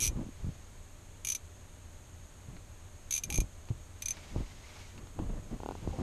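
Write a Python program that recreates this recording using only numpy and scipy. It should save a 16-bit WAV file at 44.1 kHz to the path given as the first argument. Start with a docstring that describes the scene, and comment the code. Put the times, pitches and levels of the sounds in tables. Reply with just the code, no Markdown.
"""Inside a small ice-fishing shelter, close to the reel, on the microphone of a body-worn camera.
A hooked fish takes line in short pulls: the drag pawl snaps over its teeth and rings the spool,
and the near walls answer. The reel is cranked softly for a moment. Right at the microphone, the
camera is bumped and rubbed by clothing and its mount creaks. A faint hum and hiss lie underneath."""
import sys
import numpy as np
from scipy import signal
from scipy.fft import rfft, irfft, next_fast_len
from scipy.io import wavfile
from scipy.ndimage import map_coordinates

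SR = 44100
rng = np.random.default_rng(int(sys.argv[2]) if len(sys.argv) > 2 else 0)


def int16_out(signal):
    """Quantize to a 16-bit WAV file."""
    q = np.round(np.clip(np.atleast_2d(signal).T, -1, 1) * 32767)
    wavfile.write(sys.argv[1], SR, q.astype(np.int16))


N = 265460

# Levels are relative gains; a spectrum gives colour only.
# pulls of the fish: start t/s, end t/s, teeth passed, speed-up (below 0: slowing), slowness at both ends,
# crack level/dB, spool re crack/dB, its rise over the pull/dB, reel body re crack/dB, its rise/dB,
# spool pitch ratio
PULLS = [(0.0022, 0.0752, 11, -0.16, 0.29, -21, -14.5, 6, -25.5, 3, 0.96),
         (1.2484, 1.349, 6, -0.23, 0.36, -22, -10, 5, -27.5, -0.5, 0.97),
         (3.1083, 3.1775, 6, 0.044, 0.1, -23, -8, -8, -25, 3.5, 0.99),
         (3.2361, 3.2365, 1, 0, 0, -24, -6, 0, -22, 1, 1.008),
         (3.3015, 3.403, 6, -0.125, 0.33, -24.5, -11, 8, -20, -5.5, 1.01),
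         (4.0216, 4.106, 4, 0.35, 0.094, -25.5, -5.5, 9.5, -21.5, 1, 0.988)]
# crack of the pawl on a tooth: f/Hz, level/dB
CRACK_SPECTRUM = [(300, -35), (1300, -10), (1850, -11), (2250, 0.5), (3700, 4.5), (5300, 1), (6400, 14.5),
                  (7400, 0.5), (8600, 3.5), (10100, 0), (11300, 2.5), (12100, 2.5), (12800, -17),
                  (14000, -6)]
# modes of the spool, the reel body and the pawl's spring: f/Hz, level/dB, t60/s
SPOOL_MODES = [(6200, -3.5, 0.051), (6130, -5, 0.03), (6255, 11.5, 0.017), (6510, -12, 0.039),
               (6300, 4, 0.028)]
BODY_MODES = [(2300, -6.5, 0.038), (2390, 5.5, 0.062), (2533, -10.5, 0.03)]
SPRING_MODES = [(8400, -1, 0.033), (10630, -20, 0.083), (11150, 18, 0.026), (11440, 9, 0.017),
                (11340, -17, 0.059)]
# echoes off the near walls: delay/s, level/dB
WALL_ECHOES = [(.0045, -9.5), (.0075, -8.5), (0.0123, -13)]
# the running reel and line: t/s, level/dB, squeak f/Hz
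CRANK_CURVE = [(0.1, -72, 2600), (0.55, -64, 2600), (0.8, -88, 2600), (3.951, -72, 2600), (4.18, -56, 2246),
               (4.57, -59, 2030), (4.78, -54, 2220), (4.97, -66, 2340), (5.15, -80, 2380),
               (5.6, -65.5, 2380), (6.02, -58, 2380)]
# whirr of gears and line: f/Hz, level/dB
WHIRR_SPECTRUM = [(150, 7.5), (500, -2), (900, 1), (1600, -3.5), (2200, 0), (3500, -3), (6500, -5.5),
                  (9000, -16), (14000, -26)]
# light ticks of the crank and rod: t/s, level/dB
TICKS = [(2.5656, -51.5), (3.687, -49), (4.1696, -43.5), (4.978, -48), (5.0704, -51.5)]
# bumps on the camera: t/s, thud level/dB, thud f/Hz, knock level/dB
BUMPS = [(0.078, -26.5, 56.5, -64), (2.484, -31, 122, -62), (3.385, -16.5, 43.3, -23.5),
         (3.417, -26, 97, -34), (3.704, -18, 113, -47), (3.712, -40, 131, -34.5), (4.361, -21.5, 98, -25.5),
         (4.407, -34, 70, -35), (5.219, -24.5, 105, -39), (5.875, -28.5, 78, -22.5)]
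# the jacket catching and letting go: t/s, length/s, thud level/dB, thud f/Hz, knock level/dB
SHUDDERS = [(0.17, 0.055, -25.5, 200, -46.5), (0.264, 0.035, -29.5, 244, -56),
            (0.443, 0.055, -24, 149, -43), (5.528, 0.015, -25, 260, -42), (5.988, 0.035, -30, 363, -25.5)]
# a knock through the camera housing and a slip through its mount: f/Hz, level/dB
HOUSING_SPECTRUM = [(20, -24), (70, 7), (150, 5.5), (350, 3), (550, -4.5), (800, -8), (1100, -13.5),
                    (1400, -39), (2000, -43), (5000, -58)]
MOUNT_SPECTRUM = [(60, -8), (150, 1), (400, 7), (600, 0.5), (820, 5.5), (1080, -3), (1250, -13),
                  (1450, -6.5), (1750, -39), (2250, -26), (2650, -19), (3200, -23.5), (6000, -39)]
# creaking slips of the mount: t/s, level/dB
MOUNT_SLIPS = [(5.191, -27), (5.603, -31.5), (5.634, -27.5), (5.661, -24.5), (5.689, -23), (5.7106, -26),
               (5.721, -33), (5.7527, -31)]
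# brief rings as the mount settles: t/s, level/dB, f/Hz
MOUNT_TWANGS = [(3.304, -43, 820), (5.194, -32.5, 315), (5.926, -41, 790), (5.936, -39, 520)]
# strokes of the jacket over the camera: t/s, length/s, sway level/dB, cloth level/dB
STROKES = [(0.013, 0.13, -41, -45.5), (0.159, 0.07, -39, -41.5), (0.431, 0.065, -39, -48.5),
           (2.502, 0.081, -49.5, -54.5), (3.287, 0.06, -41, -43.5), (3.386, 0.025, -31, -42.5),
           (3.71, 0.072, -44.5, -59), (4.358, 0.052, -33.5, -41.5), (4.974, 0.067, -53, -49.5),
           (5.198, 0.038, -49, -39), (5.256, 0.13, -38, -43.5), (5.418, 0.59, -49, -52.5),
           (5.528, 0.012, -39, -38.5), (5.833, 0.17, -42.5, -44.5), (5.992, 0.025, -43, -35)]
# low sway and rubbing cloth at the microphone: f/Hz, level/dB
SWAY_SPECTRUM = [(12, -21), (30, 7.5), (100, -6), (170, -16.5), (400, -69)]
CLOTH_SPECTRUM = [(50, 4), (130, 6), (310, 0), (420, -6), (800, -14), (1100, -16.5), (1500, -26),
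                  (4000, -36), (9000, -72)]
# the shelter's air and the microphone's hiss: f/Hz, level/dB
AIR_SPECTRUM = [(12, -10), (20, 5.5), (38, -3), (59, -5), (91, 0.5), (115, -9), (184, -16), (417, -21),
                (585, -23.5), (786, -24), (861, -24.5), (4500, -33.5), (5850, -56), (9900, -120)]
HISS_SPECTRUM = [(3000, -90), (5000, -13), (6000, -7.5), (6550, 4.5), (7100, -3.5), (8500, -5),
                 (10200, -14), (12000, -10.5), (14000, -30)]
# tones of the hum: f/Hz, level/dB
HUM_TONES = [(86.1, -53.5), (576.0, -71.5), (602.9, -67.5)]

FIRST_TOOTH_DB, LAST_TOOTH_DB = -6.5, -5.5  # the spool rings less as it starts and as it stops
SPOOL_SCATTER_DB, BODY_SCATTER_DB = 0.5, 1  # from tooth to tooth
SPOOL_LAG_S, SPRING_DB = 0.0019, -23  # both re the crack
SQUEAK_START_S, SQUEAK_GAP_S, SQUEAK_LENGTH_S, SQUEAK_DB = 4.11, 0.045, 0.018, -1  # level re whirr
THUD_CYCLES, THUD_ATTACK_S = 7, 0.0017  # a thud dies within a few cycles
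CATCH_GAP_S, CATCH_SCATTER_S, CATCH_SCATTER_DB, CATCH_PITCH_SCATTER = 0.022, 0.0016, 0.2, 0.11
STROKE_ATTACK_S, STROKE_RELEASE_S = 0.16, 0.17  # time to rise and to fall by 60 dB
BAND_LIMIT_HZ = 14300


def reel_drag():
    """Close by, the pawl cracks on each tooth; spring, reel body and spool ring on with beats."""
    out, t = np.zeros(N), np.arange(SR // 8) / SR
    paths, previous_s = np.zeros(len(t)), -np.inf
    low_cut = signal.butter(6, 2000, "high", fs=SR, output="sos")  # so small a body radiates no lows
    metal = tap(CRACK_SPECTRUM, size=len(t))
    shelter_tail = amp(-12.5) * fade(t, 0.064)
    burst = np.hypot(fade(t, 0.0096), shelter_tail) * rise(t, 0.0011)
    for s, db, spool_db, body_db, pitch_ratio in teeth():
        # the reel barely moves between teeth, so snaps close in time share their fine structure
        likeness = 0.8 * np.exp(-abs(s - previous_s) / 0.2)
        paths = likeness * paths + np.sqrt(1 - likeness ** 2) * rng.standard_normal(len(t))
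        previous_s = s
        crack = signal.fftconvolve(paths * burst, metal / np.linalg.norm(metal))[:len(t)]
        spring = scattered(ring(SPRING_MODES, t, detune=0.00046), paths * fade(t, 0.0032))
        body = signal.sosfilt(low_cut, ring(BODY_MODES, t, detune=0.0092))
        body = scattered(body, paths * fade(t, 0.0068))
        add(out, s, amp(db) * (crack + amp(SPRING_DB) * spring + amp(body_db) * body))
        # the spool swells just after the crack; its close modes and the wall echoes make it throb
        spool = amp(db + spool_db) * ring(SPOOL_MODES, pitch_ratio * t, detune=0.0025) * rise(t, 0.0012)
        add(out, s + SPOOL_LAG_S, spool)
        for delay, wall_db in WALL_ECHOES:
            add(out, s + SPOOL_LAG_S + delay * (1 + 0.1 * rng.normal()), amp(wall_db) * spool)
    return out


def teeth():
    """Each pull turns the spool unevenly; yields t/s, crack/dB, spool/dB, body/dB, pitch ratio."""
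    for start, end, count, speed_up, slow_ends, db, spool_db, spool_rise, body_db, body_rise, ratio in PULLS:
        for turn in np.linspace(0, 1, count):
            when = turn + speed_up * turn * (1 - turn) + slow_ends * np.sin(2 * np.pi * turn) / (2 * np.pi)
            ends_db = FIRST_TOOTH_DB * (1 - turn) ** 4 + LAST_TOOTH_DB * turn ** 4
            spool = spool_db + spool_rise * (turn - 0.5) + ends_db + SPOOL_SCATTER_DB * rng.normal()
            body = body_db + body_rise * (turn - 0.5) + BODY_SCATTER_DB * rng.normal()
            yield start + (end - start) * when, db, spool, body, ratio


def reel_crank():
    """Gears and line whirr softly and unevenly, with faint rubbing squeaks and a few light ticks."""
    t = np.arange(SR // 12) / SR
    times, _, squeak_hz = np.transpose(CRANK_CURVE)
    rubbing, swell = np.zeros(N), np.sin(np.pi * np.minimum(t / SQUEAK_LENGTH_S, 1))
    for s in SQUEAK_START_S + np.cumsum(SQUEAK_GAP_S * rng.uniform(0, 2, size=22)):
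        add(rubbing, s, swell)
    pitch = np.interp(np.arange(N) / SR, times, squeak_hz) * (1 + 0.032 * wobble(480))  # unsteady contact
    squeaks = amp(SQUEAK_DB) * rubbing * np.sin(2 * np.pi * np.cumsum(pitch) / SR)
    whirr = noise(WHIRR_SPECTRUM) * amp(0.91 * wobble(45))
    out = level(CRANK_CURVE) * (whirr + squeaks)
    tick_spectrum = [(300, 2.5), (1500, -3), (2350, -2.5), (3000, -6), (4200, -8), (9000, -29),
                     (14000, -35)]  # f/Hz, level/dB
    for s, db in TICKS:
        add(out, s, amp(db) * noise(tick_spectrum, size=len(t)) * fade(t, 0.055))
    return out


def camera_handling():
    """At the microphone, bumps thud and knock the housing; the mount sticks, slips and twangs."""
    out, t = np.zeros(N), np.arange(SR // 5) / SR
    housing_ring = amp(-17) * np.sin(2 * np.pi * 334 * t) * fade(t, 0.068)
    knock = tap(HOUSING_SPECTRUM, size=len(t)) + housing_ring
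    slip = tap(MOUNT_SPECTRUM, size=len(t))
    for s, db, hz, knock_db in [*BUMPS, *jacket_catches()]:
        thud = np.sin(2 * np.pi * hz * t) * fade(t, THUD_CYCLES / hz) * rise(t, THUD_ATTACK_S)
        add(out, s, amp(db) * thud - amp(knock_db) * knock)
    for s, db in MOUNT_SLIPS:
        add(out, s, amp(db) * slip)
    for s, db, hz in MOUNT_TWANGS:
        add(out, s, amp(db) * np.sin(2 * np.pi * hz * t) * fade(t, 0.11) * rise(t, 0.0031))
    return out


def jacket_catches():
    """The jacket catches and lets go in quick, uneven runs of soft thuds; yields rows like BUMPS."""
    for start, length, db, hz, knock_db in SHUDDERS:
        for k, (late, strong, high) in enumerate(rng.standard_normal((6, 3))):
            if k * CATCH_GAP_S < length:
                s = start + k * CATCH_GAP_S + CATCH_SCATTER_S * late
                force_db = CATCH_SCATTER_DB * strong
                yield s, db + force_db, hz * np.exp(CATCH_PITCH_SCATTER * high), knock_db + force_db


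def clothing_rub():
    """Each stroke of the jacket over the camera swells, holds and dies: low sway and grainy cloth."""
    t = np.arange(N) / SR
    sway_gain, cloth_gain = np.zeros(N), np.zeros(N)
    for s, length, sway_db, cloth_db in STROKES:
        attack = fade(np.maximum(s - t, 0), STROKE_ATTACK_S)
        release = fade(np.maximum(t - s - length, 0), STROKE_RELEASE_S)
        sway_gain = np.maximum(sway_gain, amp(sway_db) * attack * release)
        cloth_gain = np.maximum(cloth_gain, amp(cloth_db) * attack * release)
    sway = noise(SWAY_SPECTRUM)
    cloth = unit(noise(CLOTH_SPECTRUM) * amp(2.5 * wobble(90)))
    return sway_gain * sway + cloth_gain * cloth


def room_tone():
    """Behind it all: low air noise, a wavering hum and the microphone's own hiss."""
    t = np.arange(N) / SR
    hum = sum(amp(db) * np.sin(2 * np.pi * hz * t + wobble(8.2)) * amp(2.4 * wobble(14))
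              for hz, db in HUM_TONES)
    return amp(-51) * noise(AIR_SPECTRUM) + amp(-3.5) * hum + amp(-63.5) * noise(HISS_SPECTRUM)


def amp(db):
    """Decibels to gain."""
    return 10 ** (np.asarray(db) / 20)


def unit(x):
    """Scale to rms 1."""
    return x / np.sqrt(np.mean(x ** 2) + 1e-20)


def fade(t, t60):
    """Exponential decay by 60 dB in t60."""
    return np.exp(-np.log(1000) * t / t60)


def rise(t, tau):
    """Onset from 0 towards 1 with time constant tau."""
    return 1 - np.exp(-t / tau)


def level(rows):
    """Gain per sample from rows of t/s, level/dB; silent outside them."""
    rows = np.array(rows)
    return np.interp(np.arange(N) / SR, rows[:, 0], amp(rows[:, 1]), left=0, right=0)


def wobble(rate):
    """A smooth random curve, rate knots a second."""
    return map_coordinates(rng.standard_normal(int(N * rate / SR) + 4), [np.arange(N) * rate / SR])


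def colour(spectrum, size):
    """Gain per FFT bin from rows of f/Hz, level/dB."""
    hz, db = np.transpose(spectrum)
    return amp(np.interp(np.log(np.fft.rfftfreq(size, 1 / SR) + 1), np.log(hz), db))


def noise(spectrum, size=N):
    """Noise of rms 1 with this spectrum."""
    padded = next_fast_len(size)
    return unit(irfft(rfft(rng.standard_normal(padded)) * colour(spectrum, padded), padded)[:size])


def tap(spectrum, size):
    """The minimum-phase answer, of peak 1, to one blow on a body with this spectrum."""
    cepstrum = irfft(np.log(colour(spectrum, size)), size)
    cepstrum[1:size // 2] *= 2
    cepstrum[size // 2 + 1:] = 0
    answer = irfft(np.exp(rfft(cepstrum)), size)
    return answer / np.abs(answer).max()


def ring(modes, t, detune):
    """Damped modes, struck with new strengths and slightly new pitches each time."""
    strengths = amp(3 * rng.standard_normal(len(modes)))
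    return sum(gain * amp(db) * fade(t, t60) * np.sin(2 * np.pi * hz * (1 + detune * rng.normal()) * t)
               for gain, (hz, db, t60) in zip(strengths, modes))


def scattered(sound, paths):
    """A ring reaching the microphone over many close paths; its energy equals rms 1 for 10 ms."""
    arrival = signal.fftconvolve(sound, paths)[:len(sound)]
    return arrival / np.sqrt(np.sum(arrival ** 2) / (SR / 100))


def add(track, s, sound):
    """Mix a sound into the track at time s."""
    start = int(np.clip(round(s * SR), 0, N - 1))
    track[start:start + len(sound)] += sound[:N - start]


def scene():
    """Reel, handling noise and room tone at one body-worn microphone."""
    return (reel_drag() + reel_crank() + camera_handling() + clothing_rub() + room_tone())[None]


def record(dry):
    """The camera keeps nothing above its band limit."""
    padded = next_fast_len(N + SR // 2)
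    passband = np.fft.rfftfreq(padded, 1 / SR) < BAND_LIMIT_HZ
    return irfft(rfft(dry, padded) * passband, padded)[:, :N]


dry = scene()
out = record(dry)
int16_out(out)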